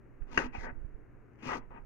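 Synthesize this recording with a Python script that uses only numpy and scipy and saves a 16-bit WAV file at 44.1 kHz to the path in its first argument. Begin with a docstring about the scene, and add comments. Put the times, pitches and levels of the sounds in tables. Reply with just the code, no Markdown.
"""A green pepper is cut and pulled apart on a wooden board in a small quiet room.
The blade bites and the wall fractures in a quick run of cracks, each a single impulse. Tearing the
flesh and dragging the piece over the board give shot noise, a dense train of tiny pulses; then the
piece is lifted. The board's resonances and the room's reflections colour and prolong these sounds.
Soft low bumps reach the right microphone; dull noise and a faint mains hum lie under everything."""
import sys
import numpy as np
from scipy import signal
from scipy.fft import rfft, irfft
from scipy.io import wavfile

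SR = 44100
rng = np.random.default_rng(int(sys.argv[2]) if len(sys.argv) > 2 else 0)


def master_out(mix):
    """Clip the mix to full scale and print it as 16-bit PCM to the path in sys.argv[1]."""
    frames = np.transpose(np.atleast_2d(mix))
    ceiling = np.clip(frames, -1, 1)
    pcm = np.round(ceiling * 32767).astype(np.int16)
    wavfile.write(sys.argv[1], SR, pcm)


N = 81585
T = np.arange(N) / SR
FFT_SIZE = 2 ** 17
HZ = np.maximum(np.arange(FFT_SIZE // 2 + 1) * SR / FFT_SIZE, 1)


def wall_cracks():
    """Brittle fracture: each crack of the wall is an impulse, and the briefer it is, the brighter."""
    # cracks and small ticks of the wall: time_s, level_db, cutoff_hz
    cracks = [(0.222, -33.5, 1910), (0.376, 5, 3800), (0.3775, -2, 9000), (0.3786, 1.5, 3400),
              (0.3803, 4, 1400), (0.3821, -6, 2000), (0.3899, -4.5, 1400), (0.5505, -21, 2790),
              (0.5545, -27, 1770), (0.697, -32.5, 2000), (1.334, -50.5, 7060), (1.357, -46, 6000),
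              (1.708, -46, 1800)]
    # spectrum common to all cracks: frequency_hz, level_db
    crack_spectrum = [(80, -17.5), (180, -5), (300, 2.5), (450, -9), (650, -16.5), (900, -8), (1250, -4),
                      (1600, 3), (1920, -1.5), (2180, -14.5), (2450, 1.5), (2950, -4), (3300, -30.5),
                      (3900, -38), (4800, -11), (5500, -26), (6400, -8), (7800, -38), (9500, -40.5),
                      (15000, -55)]
    pulses = np.zeros(N)
    for time_s, level_db, cutoff_hz in cracks:
        impulse = np.zeros(N)
        impulse[int(time_s * SR)] = amp(level_db)
        pulses += signal.sosfilt(signal.butter(2, cutoff_hz, fs=SR, output="sos"), impulse)
    return coloured(pulses, curve(crack_spectrum))


def flesh_strokes():
    """Source and filter: fibres yield under each stroke, exciting a rasp, a fizz and a dull knocking."""
    # strokes through and over the flesh: start_s, attack_s, hold_s, release_s,
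    # rasp_db, peak_hz, boost_db, tilt_db_per_octave, fizz_db, knock_db
    strokes = [(0.261, 0.035, 0.023, 0.028, -58, 1200, 3, 0, -77, -60),
               (0.304, 0.039, 0.056, 0.0074, -48, 1200, 1.5, 1.5, -56, -47),
               (0.371, 0.0076, 0.0042, 0.11, -30.5, 1500, 5, -1.5, -46.5, -42),
               (0.421, 0.013, 0.028, 0.024, -47, 1480, -12.5, 0, -61, -46),
               (0.521, 0.025, 0.018, 0.065, -45.5, 2400, 9, 1, -65.5, -60.5),
               (0.545, 0.059, 0.049, 0.036, -50, 1904, 16, -5, -61, -62),
               (0.617, 0.026, 0.058, 0.021, -42.5, 1730, 14, -5, -88, -62),
               (1.375, 0.048, 0.011, 0.022, -58.5, 2280, -1, 9.5, -72.5, -56.5),
               (1.421, 0.011, 0.026, 0.025, -47, 2460, 8, 1, -59.5, -47),
               (1.443, 0.025, 0.019, 0.035, -41.5, 2660, 4.5, 0, -52, -44),
               (1.480, 0.022, 0.034, 0.067, -33, 1224, 5.5, 0.5, -52.5, -55.5),
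               (1.533, 0.026, 0.024, 0.013, -43.5, 1070, 5, -8.5, -57, -45.5),
               (1.702, 0.0063, 0.05, 0.081, -53.5, 990, 4, -2, -91.5, -61),
               (1.725, 0.039, 0.012, 0.046, -51.5, 966, 5, -1.5, -101.5, -68.5)]
    # spectrum of tearing flesh: frequency_hz, level_db
    rasp_spectrum = [(120, -9), (300, -5.5), (520, -1), (680, -0.5), (850, 5), (1100, 0), (1550, -4),
                     (1950, -4.5), (2200, -7), (2550, -4.5), (2950, -15), (3300, -26.5), (4200, -45),
                     (8000, -75)]
    # spectrum of bursting cells: frequency_hz, level_db
    fizz_spectrum = [(1500, -17), (3200, 3), (3900, 0), (4800, 3), (6500, 1), (8000, -15.5), (11000, -22.5),
                     (13000, -30.5), (15500, -41.5)]
    # spectrum of the board under the hand: frequency_hz, level_db
    knock_spectrum = [(60, -45), (130, -7), (190, -8.5), (250, 5.5), (310, -0.5), (380, -6.5), (500, -11.5),
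                      (900, -50.5)]
    peak_width_octaves = 0.25
    rasp, fizz, knock = np.zeros((3, 2, N))
    for start, attack, hold, release, rasp_db, peak_hz, boost_db, tilt, fizz_db, knock_db in strokes:
        rise = np.clip((T - start) / attack, 0, 1)
        fall = np.clip(1 - (T - start - attack - hold) / release, 0, 1) ** 2.03
        force = rise * fall
        ruptures = force * fibre_ruptures()
        octaves = np.log2(HZ / peak_hz)
        slope_db = tilt * np.clip(octaves, -2, 2)
        peak_db = boost_db * np.exp(-0.5 * (octaves / peak_width_octaves) ** 2)
        rasp += amp(rasp_db) * coloured(ruptures, curve(rasp_spectrum) + slope_db + peak_db)
        fizz += amp(fizz_db) * ruptures
        knock += amp(knock_db) * force * fibre_ruptures()
    return rasp + coloured(fizz, curve(fizz_spectrum)) + coloured(knock, curve(knock_spectrum))


def fibre_ruptures():
    """Shot noise: tiny ruptures of random time and size, partly coherent between the two sides."""
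    rate_per_s, spread_db, incoherent_share = 2600, 2.5, 0.36
    sizes = amp(spread_db * np.minimum(rng.exponential(1, (2, N)), 4))
    signs = rng.choice([-1, 1], (2, N))
    left, independent = sizes * signs * (rng.random((2, N)) < rate_per_s / SR)
    right = np.sqrt(1 - incoherent_share) * left + np.sqrt(incoherent_share) * independent
    return np.array([left, right]) / left.std()


def thuds():
    """Damped oscillation: each soft contact starts a sinusoid that decays exponentially."""
    # knocks of the piece and the blade on the board: start_s, level_db, pitch_hz, t60_s
    contacts = [(0.378, -36, 150, 0.14), (0.550, -32.5, 801, 0.08), (1.463, -40, 135, 0.14),
                (1.471, -55, 150, 0.05)]
    rings = np.zeros(N)
    for start_s, level_db, pitch_hz, t60_s in contacts:
        age = np.maximum(T - start_s, 0)
        rings += amp(level_db - 60 * age / t60_s) * np.sin(2 * np.pi * pitch_hz * age)
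    return rings


def board(drive):
    """Resonance: the board's modes lift and prolong the sound near their natural frequencies."""
    # modes of the board: pitch_hz, boost_db, t60_s
    modes = [(251.8, 9, 0.16), (372, 5, 0.06), (962, 3.5, 0.032), (1253, 4.5, 0.1), (1510, 7.5, 0.1),
             (1932, 8, 0.035), (2450, 1, 0.05)]
    sound = drive
    for pitch_hz, boost_db, t60_s in modes:
        radius = amp(-60 / (t60_s * SR))
        feedforward = np.array([1, 0, -1]) * (1 - radius ** 2) / 2
        feedback = [1, -2 * radius * np.cos(2 * np.pi * pitch_hz / SR), radius ** 2]
        sound = sound + (amp(boost_db) - 1) * signal.lfilter(feedforward, feedback, drive)
    return sound


def room(direct):
    """Reverberation: early reflections and a dull tail; the right microphone gets less midrange."""
    # response of the right microphone relative to the left: frequency_hz, gain_db
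    right_gain = [(100, 1), (300, -7.5), (700, -3.5), (1200, -8), (1800, -12.5), (2600, -6.5), (5500, -14),
                  (7500, -18.5), (9500, 2.5), (15000, 1)]
    # phase lag of the direct sound on the right: frequency_hz, lag_rad
    right_phase = [(0, -0.5), (430, 1.08), (850, 2.5), (1150, 0.83), (1550, 1.04), (1950, -2), (2240, 0.63),
                   (2760, 4), (6000, 3.5)]
    early_db, early_t60_s = -10, 0.056
    tail_db, tail_t60_s, tail_cutoff_hz = -13.5, 0.29, 2600
    right_reverb_db = 1.5
    lowpass = signal.butter(4, tail_cutoff_hz, fs=SR, output="sos")
    reverb = []
    for side in direct:
        early = convolve(side, reflections(early_t60_s))
        tail = convolve(signal.sosfilt(lowpass, side), reflections(tail_t60_s))
        reverb.append(amp(early_db) * early + amp(tail_db) * tail)
    lag_rad = np.interp(HZ, *np.transpose(right_phase))
    right = filtered(direct[1], np.exp(-1j * lag_rad)) + amp(right_reverb_db) * reverb[1]
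    return np.array([direct[0] + reverb[0], filtered(right, amp(curve(right_gain)))])


def reflections(t60_s, delay_s=0.002):
    """Diffuse decay: dense echoes form an impulse response of fading noise, with unit energy."""
    t = T[:SR // 2]
    echoes = rng.standard_normal(len(t)) * amp(-60 * t / t60_s) * (t > delay_s)
    return echoes / np.linalg.norm(echoes)


def low_bumps():
    """Slow pressure fluctuations: soft pulses and a rumble, at the right microphone only."""
    # pressure pulses: time_s, level_db, width_s
    bumps = [(0.219, -20, 0.009), (0.38, -28.5, 0.0018), (0.455, -26, 0.005), (0.583, -21, 0.0023),
             (0.659, -31.5, 0.0067), (0.693, -34, 0.004), (0.729, -29, 0.0022), (0.78, -24, 0.0079),
             (0.848, -23.5, 0.0024), (0.95, -32, 0.0033)]
    # envelope of the rumble: time_s, level_db
    rumble_envelope = [(0, -56.5), (0.3, -44), (0.45, -43), (0.8, -39), (1.0, -52), (1.35, -62.5),
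                       (1.6, -46.5), (1.85, -43.5)]
    # spectrum of the rumble: frequency_hz, level_db
    rumble_spectrum = [(12, 11), (28, 20), (60, -8), (110, -19.5), (250, -64)]
    band_hz = [21, 150]
    pulses = sum(amp(db) * np.exp(-np.abs(T - time_s) / width_s) for time_s, db, width_s in bumps)
    pulses = signal.sosfilt(signal.butter(1, band_hz, "band", fs=SR, output="sos"), pulses)
    swell = amp(np.interp(T, *np.transpose(rumble_envelope)))
    rumble = swell * coloured(rng.standard_normal(N), curve(rumble_spectrum))
    return np.array([np.zeros(N), pulses + rumble])


def background():
    """Stationary noise floor: dull room noise, stronger on the left, and a pure tone of mains hum."""
    # spectrum of the room noise: frequency_hz, level_db
    air_spectrum = [(20, -1), (60, 0), (120, -7), (180, -7.5), (260, -5.5), (380, -6), (550, -16.5),
                    (900, -21.5), (1500, -21), (2200, -27.5), (2800, -37), (3300, -53), (5000, -56),
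                    (6500, -50.5), (8000, -58), (15000, -57.5)]
    air_db, left_excess_db, stereo_width = -57.5, 4, 0.57
    hum_hz, hum_rms_db = 119.6, -64.5
    white = rng.standard_normal((2, FFT_SIZE))
    mid, side = filtered(white, amp(curve(air_spectrum)))
    left_right = np.array([[1], [-1]])
    air = (mid + stereo_width * side * left_right) * amp(left_right * left_excess_db / 2)
    hum = np.sqrt(2) * np.sin(2 * np.pi * hum_hz * T)
    return amp(air_db) * air / air.std() + amp(hum_rms_db) * hum


def amp(db):
    """Amplitude ratio of a level in decibels."""
    return 10 ** (np.asarray(db) / 20)


def curve(points):
    """A spectrum in dB, interpolated over logarithmic frequency."""
    hz, db = np.transpose(points)
    return np.interp(np.log(HZ), np.log(hz), db)


def filtered(x, transfer):
    """Linear filtering: the spectrum is multiplied by a transfer function."""
    return irfft(rfft(x, FFT_SIZE) * transfer)[..., :N]


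def convolve(x, response):
    """Convolution with an impulse response, as a product of spectra."""
    return filtered(x, rfft(response, FFT_SIZE))


def coloured(x, spectrum_db):
    """Minimum-phase filtering: a causal response of unit energy imposes this spectral shape."""
    cepstrum = irfft(np.log(amp(spectrum_db)))
    cepstrum[1:FFT_SIZE // 2] *= 2
    cepstrum[FFT_SIZE // 2 + 1:] = 0
    response = irfft(np.exp(rfft(cepstrum)))[:FFT_SIZE // 16]
    return convolve(x, response / np.linalg.norm(response))


def scene():
    """Superposition: the pepper sounds through board and room, over the bumps and the background."""
    pepper = wall_cracks() + flesh_strokes() + thuds()
    return room(board(pepper)) + low_bumps() + background()


def record(dry):
    """Band limiting: a steep low-pass filter removes the top of the treble."""
    cutoff_hz = 15700
    return signal.sosfilt(signal.ellip(10, 0.2, 70, cutoff_hz, fs=SR, output="sos"), dry)


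dry = scene()
out = record(dry)
master_out(out)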